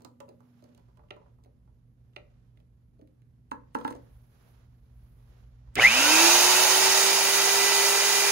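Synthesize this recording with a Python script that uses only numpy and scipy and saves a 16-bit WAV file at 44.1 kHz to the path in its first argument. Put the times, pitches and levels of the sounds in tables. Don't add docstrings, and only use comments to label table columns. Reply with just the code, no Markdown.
import sys
import numpy as np
from scipy import signal
from scipy.fft import rfft, irfft, next_fast_len
from scipy.io import wavfile

SR = 44100
rng = np.random.default_rng(int(sys.argv[2]) if len(sys.argv) > 2 else 0)


def undo_db(level):
    steps = np.asarray(level, float) / 20
    return 10 ** steps


def wav_record(signal):
    frames = np.transpose(np.atleast_2d(signal))
    bounded = np.clip(frames, -1, 1)
    quanta = np.round(bounded * 32767).astype(np.int16)
    wavfile.write(sys.argv[1], SR, quanta)


N = 366471

# f/Hz, likeness 0-1, left leads/rad
PORTS = [(60, .9, 0), (400, .7, -1), (1000, .5, .5), (2400, .55, -.7), (4000, .35, -2.3), (5500, .2, -3.5),
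         (6900, .5, 0), (8600, .85, 3.1), (10300, .95, 6.1), (11600, .96, 6.5), (12400, .96, 9.2),
         (13800, .96, 9.8), (14600, .96, 12.5)]
# t/s, level over free running/dB
SHAKE = [(5.756, -29), (5.766, -1.5), (5.785, 2), (5.825, 7.5), (5.9, 1.8), (5.98, 4.5), (6.16, 5.5),
         (6.31, 5.5), (6.42, 4), (6.7, 3.5), (7.2, 1.5), (8.31, 0.85)]
SWITCH_ON_S, RUNNING_FROM_S = 5.7475, SHAKE[0][0]
FREE_SPEED, FULL_SPEED = 401.7, 440


def at_hz(points, hz, column=1):
    table = np.array(points)
    return np.interp(np.log(hz + 1), np.log(table[:, 0]), table[:, column])


def rms_one(x):
    return x / np.sqrt(np.mean(x ** 2) + 1e-20)


def band(x, low_hz, high_hz, order=2):
    sos = signal.butter(order, [low_hz, min(high_hz, .45 * SR)], "band", fs=SR, output="sos")
    return signal.sosfilt(sos, x)


def poles(hz, r):
    return [1, -2 * r * np.cos(2 * np.pi * hz / SR), r * r]


def drift(rate_hz, size=N):
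    steps = rng.standard_normal(int(size / SR * 100) + 2)
    r = np.exp(-2 * np.pi * rate_hz / 100)
    slow = rms_one(signal.lfilter([1], [1, -r], steps))
    return np.interp(np.arange(size) / SR * 100, np.arange(len(steps)), slow)


def swells(events):
    t = np.arange(N) / SR
    return sum(undo_db(db) * np.exp(-((t - s) / half_s) ** 2) for s, half_s, db in events)


def stereo_spectra(alike, lead):
    left, own = rfft(rng.standard_normal((2, next_fast_len(N))))
    alike = np.clip(alike, 0, 1)
    right = alike * left * np.exp(-1j * lead) + np.sqrt(1 - alike ** 2) * own
    return np.array([left, right])


def coloured(points, alike):
    hz = np.fft.rfftfreq(next_fast_len(N), 1 / SR)
    inside = (hz > points[0][0]) & (hz < points[-1][0])
    spectra = stereo_spectra(alike, 0) * undo_db(at_hz(points, hz)) * inside
    return rms_one(irfft(spectra, next_fast_len(N))[:, :N])


def pan(x, db):
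    return x * undo_db(np.array([[db / 2], [-db / 2]]))


def building_tone():
    # level/dB with the low cut in, then with it out
    cut_levels = [-84, -65, -64.5]
    open_levels = [-64, -62.5, -77.5]
    # t/s, half length/s, level/dB
    rumble_swells = [
        (1.0, 0.62, -77),
        (2.42, 0.25, -69),
        (3.5, 0.2, -78),
        (4.1, 0.21, -59),
        (5.4, 0.66, -57),
    ]
    # f/Hz, level/dB per Hz
    air_colour = [(75, -10.5), (128, -11), (167, -12.5), (313, -27.5), (488, -32), (1460, -66), (4000, -68),
                  (8000, -61), (12300, -52), (13500, -75), (15500, -75)]
    low_cut_out_s, jolt_db, jolt_t60_s = .78, -46.5, 0.93
    duck_db, duck_s = -4, 1
    hum_share, air_db = 0.49, -65.5

    t = np.arange(N) / SR
    age = np.maximum(t - RUNNING_FROM_S, 0)
    deep, hum, buzz = [undo_db(np.where(t < low_cut_out_s, cut, opened))
                       for cut, opened in zip(cut_levels, open_levels)]
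    swell = 1 + swells(rumble_swells) / undo_db(open_levels[0]) * (t > low_cut_out_s)
    duck = undo_db(duck_db * (1 - np.exp(-age / duck_s)))
    jolt = undo_db(jolt_db - 60 * age / jolt_t60_s) * np.clip(age / 0.028, 0, 1)

    deep = (deep * swell * duck + jolt) * coloured([(28, -21.5), (54, 2), (80, -3.5)], alike=0.99)
    hum_tone = 1.34 * np.sin(2 * np.pi * 119.5 * t + 0.23 * drift(1.3))
    hum_noise = 0.35 * coloured([(90, -8), (118, 8.0), (150, -6.0)], alike=0.87)
    hum = (hum * swell ** hum_share * duck ** 3.0 + jolt) * (hum_tone + hum_noise)
    buzz = buzz * (t < RUNNING_FROM_S) * 1.82 * np.sin(2 * np.pi * 242 * t + 0.88 * drift(3.9))
    air = undo_db(air_db) * coloured(air_colour, alike=0.78)
    return pan(deep + hum + buzz, -1.4) + pan(air, -5.5)


def sleeves():
    # t/s, half length/s, level/dB
    moves = [
        (0, 0.084, -78),
        (.65, 0.23, -76.5),
        (1.2, 0.16, -85),
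        (2.3, 0.22, -86),
        (3.95, 0.23, -72),
        (4.48, 0.19, -69.5),
        (5.05, 0.24, -79),
        (5.36, 0.12, -71.5),
        (5.74, 0.22, -76.5),
    ]
    # f/Hz, level/dB per Hz
    rustle_colour = [(210, -35), (350, 4.5), (500, 4.5), (1330, -1.5), (2400, -7.5), (6430, -14),
                     (7500, -19), (9750, -51)]
    # t/s, half length/s, level/dB
    slides = [
        (.05, 0.13, -94),
        (.55, .3, -88),
        (4.15, 0.2, -78.5),
        (4.48, 0.16, -78),
        (5.15, 0.35, -80),
    ]
    # f/Hz, level/dB per Hz
    slide_colour = [(7000, -20), (9500, 2), (11000, 8), (12500, 6), (15700, 0)]
    rest_db = -83.5
    before_start = np.arange(N) / SR < RUNNING_FROM_S
    brush = (undo_db(rest_db) + swells(moves)) * undo_db(1.3 * drift(23)) * before_start
    rustle = brush * coloured(rustle_colour, alike=0.022)
    rustle += swells(slides) * undo_db(1.5 * drift(15)) * coloured(slide_colour, alike=0.18)
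    return pan(rustle, -5.5)


def touches(events, kind):
    # low f/Hz, high f/Hz, t60/s
    burst_bands = [(236, 614, 0.096), (800, 1170, 0.037), (1340, 3600, 0.024), (3330, 8100, 0.017)]
    directions = (1, -1, 1, -1)
    out, age = np.zeros((2, N)), np.arange(int(.2 * SR)) / SR
    thud_db, knock_db, pan_db = kind
    bursts = rng.standard_normal((len(events), len(age)))
    for (s, db, hard_db, bright_db), burst in zip(events, bursts):
        levels_db = db + np.array([thud_db, knock_db, hard_db, hard_db + bright_db])
        sound = undo_db(max(levels_db[2:]) - 60 * age / 0.0056) * band(burst, 2700, 16000)
        for level_db, way, (low, high, t60) in zip(levels_db, directions, burst_bands):
            sound += undo_db(level_db - 3.5 - 60 * age / t60) * rms_one(band(burst[::way], low, high))
        out[:, round(s * SR):][:, :len(age)] += pan(sound, pan_db)
    return out


def key_knocks():
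    # t/s, body level/dB, hardness/dB, brightness/dB
    knocks = [(.006, -56.5, -19, 7), (.048, -45.5, -26, 25), (.203, -46, -5, -1), (.405, -58, -22, 8),
              (.777, -59.5, -6, 1), (.795, -68, -2, -12), (.885, -65, -17, -3), (.972, -60, -5, -7),
              (.993, -56, -28, -9), (1.036, -63, -21, -7), (1.165, -52, -17, -9), (1.215, -60, -23, -7),
              (1.261, -59, -30, -9), (1.386, -66, -17, -4), (1.676, -67, -20, -3), (3.811, -42, -9, -21),
              (5.674, -67, -12, -9)]
    kind = (-4, .1, -17)
    return touches(knocks, kind)


def finger_taps():
    # t/s, body level/dB, hardness/dB, brightness/dB
    taps = [(.02, -55, -14, 12), (.034, -72, -10, 7), (.69, -58, -12, -1), (.81, -77, -3, 2),
            (.281, -57, -22, -6), (.29, -45, -11, 0.5), (.624, -51.5, -21, 7), (.64, -56, -7, 4),
            (.748, -61.5, -1, 3), (1.438, -64.5, -3.5, 7), (1.447, -68, 4, -9), (1.459, -54, -15, -9),
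            (2.573, -66.5, 5, -22), (2.601, -62, -2, -20), (2.992, -60, -10, -10), (3.013, -55.5, -8, -10),
            (3.074, -71, 5, -15), (3.219, -80, 13, -15), (3.787, -46, -4, -5), (3.878, -49.5, 13, -20),
            (3.889, -55, 3, -6), (3.925, -55, 7, -9), (3.951, -42.5, -16, 4), (5.755, -45.5, 15, 5.5),
            (5.765, -27.5, -21, -20)]
    kind = (.1, -29, -6.5)
    return touches(taps, kind)


def blows(events, modes, contact_s):
    at, out = [round(s * SR) for s, *_ in events], np.zeros(N)
    _, peak_db, _, weight_db = np.transpose(events)
    spread_db = rng.normal(0, 2.5, (len(events), len(modes)))
    for k, (hz, level_db, t60) in enumerate(modes):
        clicks = np.zeros(N)
        strike_db = peak_db + level_db - 4.0 + weight_db * (hz < 600) + spread_db[:, k]
        clicks[at] = (-1) ** k * undo_db(strike_db)
        feed = [0, np.sin(2 * np.pi * hz / SR)]
        ring = signal.lfilter(feed, poles(hz, undo_db(-60 / (t60 * SR))), clicks[:at[-1] + SR] + 1e-18)
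        lag_s = rng.uniform(.4, 1) * contact_s * min(1, 700 / hz)
        out[:len(ring)] += np.roll(ring, int(lag_s * SR))
    age = np.arange(int(.04 * SR)) / SR
    cracks = rng.standard_normal((len(events), len(age)))
    for i, (_, db, hard_db, _), crack in zip(at, events, cracks):
        out[i - 100:][:len(age)] += undo_db(db + hard_db - 60 * age / 0.054) * band(crack, 1900, 12700)
    return out


def key_drops():
    # t/s, peak level/dB, hardness/dB, weight/dB
    drops = [
        (.204, -39.5, -26, 4),
        (.281, -45, -35, -0.5),
    ]
    # f/Hz, level/dB, t60/s
    spindle = [(554, -0.5, 0.077), (862, -13, .09), (980, -12, .1), (1320, -12, .06), (2720, -17, .08)]
    return pan(blows(drops, spindle, contact_s=0.0032), 1)


def screw():
    # t/s, peak level/dB, hardness/dB, weight/dB
    snaps = [
        (1.086, -72, -12, 0),
        (1.1055, -42, -40, 7),
        (1.108, -38.5, -40, 8.5),
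        (2.134, -73, -12, 0),
        (2.162, -40, -31, 4.5),
        (2.1645, -39.5, -31, 10.5),
    ]
    # f/Hz, level/dB, t60/s
    arbor = [(406, -14, 0.045), (596, -7.5, 0.075), (760, -7, 0.028), (1370, 1, 0.022), (1820, 1, 0.012),
             (2160, 0.5, 0.0074), (2370, 3, 0.0059), (2660, 4, 0.012), (2860, 0, 0.0075), (3110, 4, 0.01),
             (3570, -1, 0.01), (4120, -11, 0.008), (4750, -13, 0.0079)]
    return pan(blows(snaps, arbor, contact_s=0.0027), -6.5)


def wrist():
    # t/s, peak level/dB, hardness/dB, weight/dB
    landings = [
        (2.989, -53.5, -45, 2),
        (3.016, -53, -45, 1),
    ]
    # f/Hz, level/dB, t60/s
    panel = [(302, 0.5, .12), (428, -4, .15), (521, -5, 0.12), (635, -6, 0.087)]
    return pan(blows(landings, panel, contact_s=0.00597), 1)


def rod_roll():
    # t/s, half length/s, level/dB
    rolls = [
        (3.80, .04, -67),
        (3.89, .04, -69),
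        (3.96, 0.024, -74),
    ]
    ticks_per_s = 1500
    ticks = (rng.random(N) < ticks_per_s / SR) * rng.standard_normal(N)
    ticks *= undo_db(2.3 * np.minimum(rng.exponential(1, N), 3))
    return swells(rolls) * rms_one(band(ticks, 1400, 9000, order=1))


def steel_rod():
    # t/s, peak level/dB, hardness/dB, weight/dB
    bounces = [
        (3.515, -33.5, -16.5, -6),
        (3.749, -27, -16, 1),
        (3.848, -30, -20, -3.5),
        (3.878, -38.5, -18, -2),
        (3.907, -44, -5, 7),
    ]
    # f/Hz, level/dB, t60/s
    bench = [(284, 4, 0.088), (230.7, -5, 0.21), (342, -10, 0.062), (418, -6, 0.06), (487, -2, 0.06),
             (560, 3, 0.016), (675, -5, 0.016), (878, 9, 0.029), (943, 2, 0.03), (1063, 4.5, 0.038),
             (1320, 1, 0.034), (1486, -1, 0.016), (1685, -9, 0.076), (1950, -28, 0.021),
             (2650, -13.5, 0.026), (3070, -10, 0.0089), (3500, -28, 0.03), (4140, -37, 0.08)]
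    return pan(blows(bounces, bench, contact_s=0.0035) + rod_roll(), -6.5)


def shop(x):
    tail_bands = [(152, 500, 0.43, -11), (450, 620, 0.34, -12), (775, 1070, 0.2, -8.5),
                  (1100, 1550, 0.16, -15.5), (1910, 5200, 0.17, -10.5), (4500, 20000, 0.25, -4)]
    age = np.arange(int(.6 * SR)) / SR
    white = rng.standard_normal((2, len(age)))
    tail = np.zeros((2, len(age)))
    for low, high, t60, db in tail_bands:
        unit_energy = np.sqrt(t60 * (high - low) / 7)
        tail += undo_db(db - 60 * age / t60) * band(white, low, high, order=1) / unit_energy
    tail *= np.clip(age / 0.0014, 0, 1)
    return signal.fftconvolve(x[None], tail * np.sqrt(.5), axes=1)[:, :N]


def armature():
    run_up = [
        (120, .053),
        (207, .2),
        (107, .6),
    ]
    age = np.maximum(np.arange(N) / SR - SWITCH_ON_S, 0)
    shortfall = sum(short * np.exp(-age / tau_s) for short, tau_s in run_up)
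    return np.maximum(FREE_SPEED - shortfall, 5)


def shaken(free_db, share, power):
    t = np.arange(N) / SR
    shake_s, shake_db = np.transpose(SHAKE)
    gain = undo_db(free_db + share * np.interp(t, shake_s, shake_db))
    return gain * (armature() / FREE_SPEED) ** power * (t > RUNNING_FROM_S)


def stator_squeal(slot_phase, slot_hz, torque):
    hz, width_hz, squeal_db = 2033, 87, -7
    r = np.exp(-np.pi * width_hz / SR)
    force = undo_db(squeal_db) * 2 * torque * np.sin(slot_phase) / (1 + (1650 / slot_hz) ** 12)
    return pan(signal.lfilter([1 - r, 0, r - 1], poles(hz, r), force), 1.2)


def motor_tones():
    multiples = (1, 5, 7, 8, 10, 24, 12)
    # level between resonances/dB, lowest radiated f/Hz, highest f/Hz, left minus right/dB
    tone_rows = [(-43.5, 100, 900, -6), (-61, 170, 4000, -6), (-69, 1800, 2700, -9), (-58, 1500, 2850, 0),
                 (-43.5, 220, 3000, -2), (-74, 1600, 3800, 4), (-77, 790, 2900, -6)]
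    # f/Hz, width/Hz, top rms level/dB
    tone_modes = [
        [(271, 6.4, -33), (335, 21.5, -29), (428, 110, -36.5)],
        [(446, 190, -34), (700, 100, -33.5), (1475, 40, -30.5), (1590, 80, -33.5), (1900, 120, -41),
         (1986, 27, -36.5)],
        [(2340, 130, -32)],
        [(2390, 80, -34), (2630, 140, -26.5), (2950, 300, -41)],
        [(1780, 92, -39), (2460, 280, -32.5), (2680, 270, -28), (3130, 220, -31)],
        [(2190, 170, -26), (2900, 120, -26)],
        [(1340, 330, -34.5), (2320, 120, -19), (2930, 230, -26.5)],
    ]
    # multiple of turn rate, rms level at full speed/dB, left minus right/dB
    fast_tones = [(5.138, -44, -2), (5.863, -44, 2), (6, -38, 3), (6.075, -46, 0), (12, -37, 0),
                  (20, -43, 0), (24, -46, 0), (25, -52, 0), (39, -53, 0), (40, -46, 0)]
    ripple_hz, speed_jitter = 120, 0.11

    on = round(RUNNING_FROM_S * SR)
    speed, t = armature()[on:], np.arange(on, N) / SR
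    turns = np.cumsum(speed) / SR
    strain = np.clip(1 - speed / FULL_SPEED, 0, 1)
    tones = []
    for k, (floor_db, cut_hz, top_hz, pan_db), modes in zip(multiples, tone_rows, tone_modes):
        tone_hz = k * speed
        power = sum(undo_db(2 * db) / (1 + (2 * (tone_hz - hz) / width_hz) ** 2) for hz, width_hz, db in modes)
        gain = np.sqrt(undo_db(2 * floor_db) + power / (1 + (tone_hz / top_hz) ** 12))
        tones.append((k, gain / (1 + (cut_hz / tone_hz) ** 12), pan_db))
    tones += [(k, undo_db(db) * (speed / FULL_SPEED) ** 3, pan_db) for k, db, pan_db in fast_tones]

    out = np.zeros((2, N - on))
    for j, (k, gain, pan_db) in enumerate(tones):
        throb = 1 + 1.8 * strain * (k > 1) * np.cos(2 * np.pi * ripple_hz * t + 1.44)
        wobble = undo_db(1.67 * drift(4.5, size=N - on))
        lead = at_hz(PORTS, k * speed, column=2) * np.array([[.5], [-.5]])
        jitter = (0.19 + speed_jitter * k * (1 - speed / FREE_SPEED)) * drift(36, size=N - on)
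        phase = 2 * np.pi * k * turns + jitter + lead
        out += pan(np.sqrt(2) * gain * throb * wobble * np.sin(phase), pan_db)
        if j == len(tone_rows) - 1:
            out += stator_squeal(phase, k * speed, strain * throb)
    return np.pad(out, ((0, 0), (on, 0)))


def motor_roar():
    split_hz = [1200, 3500, 7500]
    # f/Hz, level/dB per Hz
    roar_colour = [(60, -35), (150, -24), (300, -13.5), (700, -5.5), (1100, -9), (2200, 4), (4200, -2),
                   (6800, -3), (7400, -8), (9000, -7), (10000, -13), (12500, -17), (15700, -16)]
    # f/Hz, left minus right/dB
    roar_pan = [(60, 8), (110, -3), (200, 1.5), (380, -3), (700, 8.5), (1290, 2.5), (2380, 3.5), (4400, -6),
                (5500, -8), (7000, -4), (8120, -5), (10000, -6), (15000, 3.5)]
    # f/Hz, width/Hz, left lift/dB, right lift/dB
    housing = [(625, 48, -11.5, 9.5), (917, 200, 2, 15), (1442, 560, 4.5, 11.5), (1735, 78, -14, 3.5),
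               (1600, 130, 3, -5), (2620, 98, -3, 2), (3400, 290, -3.5, 0), (2410, 170, -5.5, -7),
               (2356, 116, 7, 11), (3020, 85, 3, 8), (3760, 250, 4.5, 3.5), (6900, 250, 2, 4),
               (7100, 200, 0, -3), (7750, 300, 3, 0), (8050, 200, -2, -3), (8550, 300, 2, 3),
               (9030, 180, -2, -4), (9330, 300, 6, 3), (10200, 300, -2, -2), (4810, 1130, 6, 4.5),
               (5430, 83, -7, 3.5), (6250, 360, 5.5, 6), (10730, 250, -2, 7.5), (12000, 280, 11, 7),
               (13040, 310, 11.5, 13), (15700, 270, 0, 2), (1000, 190, -2, -1.5), (755, 45, -0.5, 5.5),
               (2200, 94, -3.5, -11), (2900, 45, 7, -11), (4030, 93, 1, -3.5), (5325, 94, -1, 5),
               (5500, 150, -7, -7.5)]
    layers = [
        (-33, 1.73, 1.3),
        (-31.5, 0.69, 0.011),
        (-28.5, 1.56, 1.35),
        (-28, 1.34, 1.69),
    ]
    beat_depths, flicker_db = (0.025, 0.051, 0.033, .05), (0.096, 0.52, 0.8, 0.63)
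    comb_db, comb_hz = 2.0, 28

    hz = np.fft.rfftfreq(next_fast_len(N), 1 / SR)
    colour_db = at_hz(roar_colour, hz) + at_hz(roar_pan, hz) * np.array([[.5], [-.5]])
    for centre_hz, width_hz, *lift_db in housing:
        colour_db = colour_db + np.array(lift_db)[:, None] / (1 + (2 * (hz - centre_hz) / width_hz) ** 2)
    nodes = np.arange(0, SR / 2 + comb_hz, comb_hz)
    colour_db = colour_db + [np.interp(hz, nodes, comb_db * rng.standard_normal(len(nodes)))
                             for port in range(2)]
    spectra = stereo_spectra(at_hz(PORTS, hz), at_hz(PORTS, hz, column=2)) * undo_db(colour_db)
    below = [0] + [1 / (1 + (hz / edge) ** 8) for edge in split_hz] + [1]
    turns = np.cumsum(armature()) / SR
    out = np.zeros((2, N))
    for k, layer in enumerate(layers):
        beat = 1 + beat_depths[k] * np.cos(2 * np.pi * turns)
        noise = rms_one(irfft(spectra * (below[k + 1] - below[k]), next_fast_len(N))[:, :N])
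        out += noise * beat * shaken(*layer) * undo_db(flicker_db[k] * drift(9.4))
    return out


def gear_knock():
    # f/Hz, width/Hz, level/dB
    gearbox = [(487, 96, 0), (780, 63, -2.5), (850, 200, -1), (1470, 33, -17), (1978, 39, -1.5),
               (2230, 38, -24), (2437, 93, 9.5), (2685, 103, 13.5), (2846, 74, -3)]
    knock_layer = (-45.5, 2.42, -0.26)
    turns = np.cumsum(armature()) / SR
    knocks = np.diff(np.floor(turns + .14 * drift(46)), prepend=0)
    knocks = knocks * undo_db(1.7 * rng.standard_normal(N) + 2.2 * drift(25))
    out = np.zeros((2, N))
    for k, (hz, width_hz, db) in enumerate(gearbox):
        ring = signal.lfilter([1, 0, -1], poles(hz, np.exp(-np.pi * width_hz / SR)), knocks)
        out += pan((-1) ** k * undo_db(db + 2.3 * drift(12)) * ring, rng.normal(-2.2, 9.3))
    return rms_one(out) * shaken(*knock_layer)


def take_up():
    # t/s, f/Hz, peak level/dB, half length/s
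    rings = [
        (5.782, 2084, -25, 0.0055),
        (5.789, 760, -23.5, 0.0042),
        (5.798, 2230, -17, 0.0041),
        (5.812, 1516, -31, .008),
        (5.822, 2900, -17.5, 0.0057),
        (5.84, 780, -27, 0.0054),
    ]
    near = slice(round(5.7 * SR), round(5.95 * SR))
    t = np.arange(N)[near] / SR
    out = np.zeros(N)
    for s, hz, db, half_s in rings:
        out[near] += undo_db(db) * np.exp(-((t - s) / half_s) ** 2) * np.sin(2 * np.pi * hz * t)
    return pan(out, -1.5)


def scene():
    hands = key_knocks() + finger_taps() + key_drops() + screw() + wrist() + steel_rod()
    hands[0] = np.roll(hands[0], 20)
    tail = undo_db(-4) * shop(hands.mean(axis=0))
    motor = motor_tones() + motor_roar() + gear_knock() + take_up()
    return building_tone() + sleeves() + hands + tail + motor


def emptied(x, gaps):
    from_s = .78
    hz, s, frames = signal.stft(x, SR, nperseg=2048)
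    count = frames.shape[1]
    for low, high, wander in gaps:
        draws = rng.standard_normal((2, count // 3 + 1))
        shift = wander * np.repeat(draws, 3, axis=1)[:, :count]
        inside = (hz[:, None] > low + shift[0]) & (hz[:, None] < high + shift[1])
        frames[(s > from_s) & inside] = 0
    return signal.istft(frames, SR, nperseg=2048)[1][:N]


def roll_off(x):
    return signal.sosfilt(signal.butter(12, 16970, fs=SR, output="sos"), x)


def record(dry):
    # low f/Hz, high f/Hz, edge wander/Hz
    mid_gaps = [(7850, 8050, 170), (8450, 8500, 150), (9000, 9100, 100), (12400, 13950, 220),
                (15740, 23000, 30)]
    side_gaps = [(10150, 11700, 170), (14550, 23000, 260)]
    mid = emptied(dry.mean(axis=0), mid_gaps)
    side = emptied((dry[0] - dry[1]) / 2, side_gaps)
    mix = np.array([mid + side, mid - side])
    return roll_off(mix)


dry = scene()
out = record(dry)
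wav_record(out)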